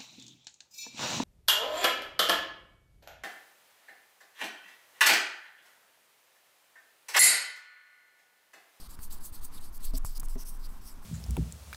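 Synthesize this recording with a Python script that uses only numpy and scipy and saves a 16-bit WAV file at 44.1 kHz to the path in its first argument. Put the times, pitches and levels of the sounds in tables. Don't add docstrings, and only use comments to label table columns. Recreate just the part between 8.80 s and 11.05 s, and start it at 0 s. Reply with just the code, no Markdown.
import sys
import numpy as np
from scipy import signal
from scipy.fft import rfft, irfft
from scipy.io import wavfile
from scipy.ndimage import uniform_filter1d

SR = 44100
rng = np.random.default_rng(int(sys.argv[2]) if len(sys.argv) > 2 else 0)


def invert_db(x):
    u = np.asarray(x, float) / 20
    return 10 ** u


def pcm_store(signal):
    levels = np.round(np.clip(np.atleast_2d(signal), -1, 1) * 32767)
    wavfile.write(sys.argv[1], SR, levels.astype(np.int16).T)


N = 99225

# touch in seconds, lift in seconds, level at touch in dB, level at lift in dB,
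# dull hollow against bright glass in dB.
SLIDES = [(-.02, .075, -53, -58, -3), (.09, .156, -60, -56, -5), (.192, .285, -63, -66, -4),
          (.303, .39, -54, -60, -6), (.402, .505, -59, -63, -6), (.525, .6, -56, -58, -7),
          (.61, .69, -60, -64, -6), (.72, .792, -60, -57.5, -4), (.805, .898, -59, -62, -7),
          (.925, .981, -60, -52, -12), (1.0, 1.112, -60, -58, -4), (1.135, 1.184, -56, -50, -3),
          (1.249, 1.345, -53, -62, -2), (1.35, 1.381, -54, -48, -1), (1.398, 1.406, -39, -41, -11),
          (1.432, 1.4605, -58, -52, -9), (1.485, 1.488, -49, -52, -3), (1.4935, 1.56, -53, -62, -7),
          (1.58, 1.638, -58, -56, -1), (1.652, 1.778, -52, -63, -7), (1.79, 1.872, -63, -61, -6),
          (1.885, 1.99, -62, -65, -9), (2.01, 2.2, -62, -70, -5), (2.22, 2.3, -65, -45, -9)]
# time in seconds, level in dB, seconds to lose 10 dB,
# dull hollow against bright glass in dB.
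SURGES = [(.108, -52, .014, -9), (.238, -43, .02, -16), (.313, -57, .008, 5), (.33, -45, .014, -13),
          (.457, -42, .02, -15), (.55, -48, .016, -10), (.64, -50, .02, -10), (.651, -40, .008, -16),
          (.748, -53, .02, -5), (.782, -60, .01, 4), (.848, -52, .02, -7), (.953, -53, .015, -10),
          (1.05, -40.5, .016, -13), (1.075, -60, .02, 4), (1.153, -52, .01, 4), (1.179, -40, .011, -14),
          (1.257, -45, .024, -16), (1.61, -50, .025, -2), (1.672, -53, .018, 0), (1.693, -45.5, .017, -11),
          (1.855, -54, .025, -1.2), (2.08, -51, .033, -4)]
# time in seconds, pitch in Hz.
HOLLOW_HZ = [(0, 4500), (.76, 4700), (.785, 3800), (.82, 4600), (1.1, 4700), (1.4, 5100), (1.6, 5600),
             (1.75, 5600), (1.85, 4900), (2.0, 5400), (2.25, 5500)]
# centre in Hz, width in Hz, level in dB.
GLASS = [
    (8050, 1500, -.5),
    (10400, 2000, 0),
    (12800, 2000, .7),
    (15000, 2600, -3),
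]
# time in seconds, centre in Hz.
SHINE_HZ = [(0, 12800), (1.55, 12800), (1.59, 13900), (1.63, 13000), (1.66, 11700), (1.76, 11900),
            (1.85, 12800), (2.25, 12800)]
# time in seconds, change in dB.
CUP_DB = [(0, 0), (1.5, 0), (1.58, -2.5), (1.78, -3), (1.85, -1.5), (2.25, -2.5)]
# time in seconds, level in dB.
GAP_DB = [(0, -14), (1.1, -13), (1.45, -9), (1.56, -17), (2.25, -15)]
# middle in seconds, level in dB, pitch in Hz.
THUMPS = [(.086, -39, 42), (.193, -43, 55), (.299, -38, 48), (.523, -40, 70), (.604, -42, 40),
          (.632, -42, 35), (.797, -48, 60), (.913, -42, 50), (1.05, -36, 29), (1.097, -21.5, 19),
          (1.139, -32, 45), (1.168, -23, 26), (1.2515, -37, 70), (1.545, -40, 50), (2.0, -42, 45),
          (2.055, -44, 50)]
# time in seconds, level in dB.
ARM = [(0.0, -42), (0.15, -48), (0.24, -34), (0.42, -34), (0.49, -46), (0.62, -32), (0.74, -38),
       (0.83, -32), (0.93, -40), (1.04, -29), (1.2, -40), (1.52, -40), (1.6, -46), (2.02, -42), (2.06, -53),
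       (2.19, -43), (2.25, -48)]
SWINGS = [-.033, .1, .18, .265, .355, .48, .575, .7, .78, .89, .97, 1.08, 2.3]
# time in seconds, level in dB.
DESK = [(0.0, -70), (0.05, -52), (0.39, -56), (0.58, -42), (0.68, -62), (0.75, -47), (0.85, -51),
        (1.21, -28), (1.33, -34), (1.52, -28), (1.61, -37), (1.89, -34), (2.01, -50), (2.18, -41),
        (2.25, -48)]
# time in seconds, pitch in Hz.
DESK_HZ = [(0, 17), (1.0, 22), (1.2, 21), (2.25, 21)]
# pitch in Hz, level in dB.
ROOM = [(30, -7), (110, -22.5), (250, -23.5), (380, -31), (570, -36.5), (1050, -29), (2000, -41),
        (3500, -45.5), (14000, -50)]
# time in seconds, peak in dB, pitch of the case body in Hz, crack against body in dB.
TICKS = [
    (.1908, -35.5, 1450, -2),
    (1.1365, -42, 1150, -10),
    (1.2484, -26.5, 1060, -1.5),
    (1.381, -48, 850, -8),
    (1.398, -49, 900, 10),
    (1.432, -33.5, 1100, -2),
    (1.485, -57, 1000, 15),
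    (1.4935, -59, 1000, 14),
    (1.556, -43, 1800, -5),
]
# time in seconds, level in dB, end of the case (0 near, 1 far).
KNOCKS = [
    (1.1375, -33.5, 0),
    (1.145, -43, 0),
    (1.1765, -50, 0),
    (1.5575, -37, 1),
    (1.5655, -47, 1),
    (1.5805, -48, 0),
]
# pitch in Hz, level in dB, seconds to fall 60 dB.
NEAR = [(200, -2, .06), (268, -3.5, .14), (420, -13, .06), (662, -9.5, .08)]
# pitch in Hz, level in dB, seconds to fall 60 dB.
FAR = [(205, -4, .07), (255, 1.5, .08), (412, -.7, .065), (675, -9, .06)]

TOUCH_S, LIFT_S, SNAP_S = .011, .007, .0013
LEAN = 1.05
CATCH_PER_S, CATCH_SPREAD_DB = 26000, 1.2
PATCHY_DB, FLICKER_DB = 2.1, .6
THUMP_CYCLES = .42
LATE_SWINGS = 11
JUMP_S, SLIP_S = .00012, .007
REBOUND_TURNS, REBOUND_WIDTH = .72, .23
REBOUND_DB, ECHO_DB = .3, -11
CRACK_T60 = .002
GRIP_SAG, GRIP_S = .12, .008


def evened(x):
    return x / np.sqrt(np.mean(x ** 2) + 1e-20)


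def along(points):
    s, value = np.transpose(points)
    return np.interp(np.arange(N) / SR, s, value)


def add(mix, s, sound):
    part = mix[round(s * SR):][:len(sound)]
    part += sound[:len(part)]


def resonate(x, hz, width_hz):
    turn = np.exp(2j * np.pi * np.cumsum(hz * np.ones(len(x))) / SR)
    r = np.exp(-np.pi * width_hz / SR)
    smooth = signal.lfilter([(1 - r) ** 2], [1, -2 * r, r * r], x / turn)
    return 2 * (turn * smooth).real


def wander(span_s):
    knots = np.arange(0, N / SR + 4 * span_s, span_s / 3)
    draw = rng.standard_normal(len(knots))
    soft = uniform_filter1d(uniform_filter1d(draw, size=3), size=3)
    return evened(np.interp(np.arange(N) / SR, knots, soft))


def pressure():
    out = np.zeros((2, N))
    for touch, lift, in_db, out_db, dull_db in SLIDES:
        at = slice(max(round((touch - TOUCH_S) * SR), 0), min(round((lift + LIFT_S) * SR), N))
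        t = np.arange(at.start, at.stop) / SR
        lands_with_tick = min(abs(touch - tick[0]) for tick in TICKS) < .003
        flicked_off = out_db > in_db + 3 or lift - touch < .015
        rise = SNAP_S if lands_with_tick else TOUCH_S
        fade = SNAP_S if flicked_off else LIFT_S
        on = np.clip(np.minimum((t - touch) / rise, (lift - t) / fade) + .5, 0, 1)
        power = invert_db(2 * np.interp(t, [touch, lift], [in_db, out_db])) * invert_db([[0], [2 * dull_db]])
        for top, db, fall, surge_dull_db in SURGES:
            if touch < top < lift:
                away = np.where(t > top, (t - top) / LEAN, (top - t) * LEAN) / fall
                power = power + invert_db(2 * db - 20 * away ** 1.3) * invert_db([[0], [2 * surge_dull_db]])
        out[:, at] += on ** 2 * power
    return np.sqrt(out)


def rubbing():
    caught = rng.random(N) < CATCH_PER_S / SR
    spread = invert_db(CATCH_SPREAD_DB * np.minimum(rng.exponential(1, N), 4))
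    catch = caught * rng.standard_normal(N) * spread
    catch = evened(catch * invert_db(FLICKER_DB * wander(.0015)))
    other_catch = catch[::-1]

    low, middle, shine, air = GLASS
    middle = (*middle[:2], middle[2] + along(CUP_DB))
    shine = (along(SHINE_HZ), *shine[1:])
    glass = np.zeros(N)
    for k, (hz, width_hz, db) in enumerate([low, middle, shine, air]):
        level = invert_db(db + PATCHY_DB * wander(.03))
        band = evened(resonate(catch, hz * (1 + .03 * wander(.05)), width_hz))
        glass += (-1) ** k * level * band
    glass = evened(glass)
    gap = evened(resonate(other_catch, 6400, 1500))
    glass = glass + invert_db(along(GAP_DB) + .8 * wander(.03)) * gap

    hollow = evened(resonate(catch, along(HOLLOW_HZ) * (1 + .04 * wander(.04)), 1700))
    skirt = evened(resonate(other_catch, 3000, 2600))
    hollow = hollow + invert_db(-13.5) * skirt
    bright, dull = pressure()
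    return bright * glass + dull * hollow * invert_db(.9 * wander(.02))


def desk():
    out = np.zeros(N)
    t = np.arange(-SR // 16, SR // 16) / SR
    for s, db, hz in THUMPS:
        swell = np.exp(-(t * hz / THUMP_CYCLES) ** 2)
        add(out, s + t[0], -invert_db(db) * swell * np.sin(2 * np.pi * hz * t + .9))

    turns = np.arange(len(SWINGS))
    turns[-1] += LATE_SWINGS - 1
    arm_turns = uniform_filter1d(along(np.transpose([SWINGS, turns])), size=1500, mode="nearest")
    arm = invert_db(along(ARM)) * np.cos(2 * np.pi * arm_turns)
    sway_turns = np.cumsum(along(DESK_HZ)) / SR + .3
    sway = invert_db(along(DESK)) * np.sin(2 * np.pi * sway_turns)
    return out + np.sqrt(2) * (arm + sway)


def room():
    hz = np.fft.rfftfreq(N, 1 / SR)
    f, db = np.transpose(ROOM)
    colour = invert_db(np.interp(np.log(hz + 1), np.log(f), db)) * (hz > 24)
    tone = irfft(rfft(rng.standard_normal(N)) * colour, N)
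    return invert_db(-53 + 1.1 * wander(.04)) * evened(tone)


def ticks():
    out = np.zeros(N)
    t = np.arange(1800) / SR
    for s, db, hz, crack_db in TICKS:
        rebound = np.zeros(len(t))
        for k, up_db in enumerate([REBOUND_DB, ECHO_DB]):
            rebound += invert_db(up_db) * np.exp(-((hz * t - k - REBOUND_TURNS) / REBOUND_WIDTH) ** 2)
        slip = (1 - np.exp(-t / JUMP_S)) * np.exp(-t / SLIP_S)
        grit = rng.standard_normal(len(t))
        grit = (grit - .6 * np.roll(grit, 1) - 1.5 * (t == 0)) / np.sqrt(2)
        crack = invert_db(crack_db - 60 * t / CRACK_T60) * grit
        add(out, s, invert_db(db) * (rebound - slip + crack))
    return out


def knocks():
    out = np.zeros(N)
    t = np.arange(SR // 3) / SR
    bent = t - GRIP_SAG * GRIP_S * (1 - np.exp(-t / GRIP_S))
    for s, db, far in KNOCKS:
        ring = np.zeros(len(t))
        for hz, mode_db, t60 in (FAR if far > .5 else NEAR):
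            ring += invert_db(mode_db - 60 * t / t60) * np.sin(2 * np.pi * hz * bent)
        add(out, s, -invert_db(db) * np.minimum(t / .0015, 1) * ring)
    return out


def scene():
    return (rubbing() + desk() + room() + ticks() + knocks())[None]


def low_pass(x):
    return signal.sosfilt(signal.butter(12, 16650, fs=SR, output="sos"), x)


def record(dry):
    edge = signal.firwin(511, 15750, window=("kaiser", 7), fs=SR)
    narrow = signal.oaconvolve(dry, edge[None], "same")
    leak = invert_db(-27) * (dry - narrow)
    return low_pass(narrow + leak)


dry = scene()
out = record(dry)
pcm_store(out)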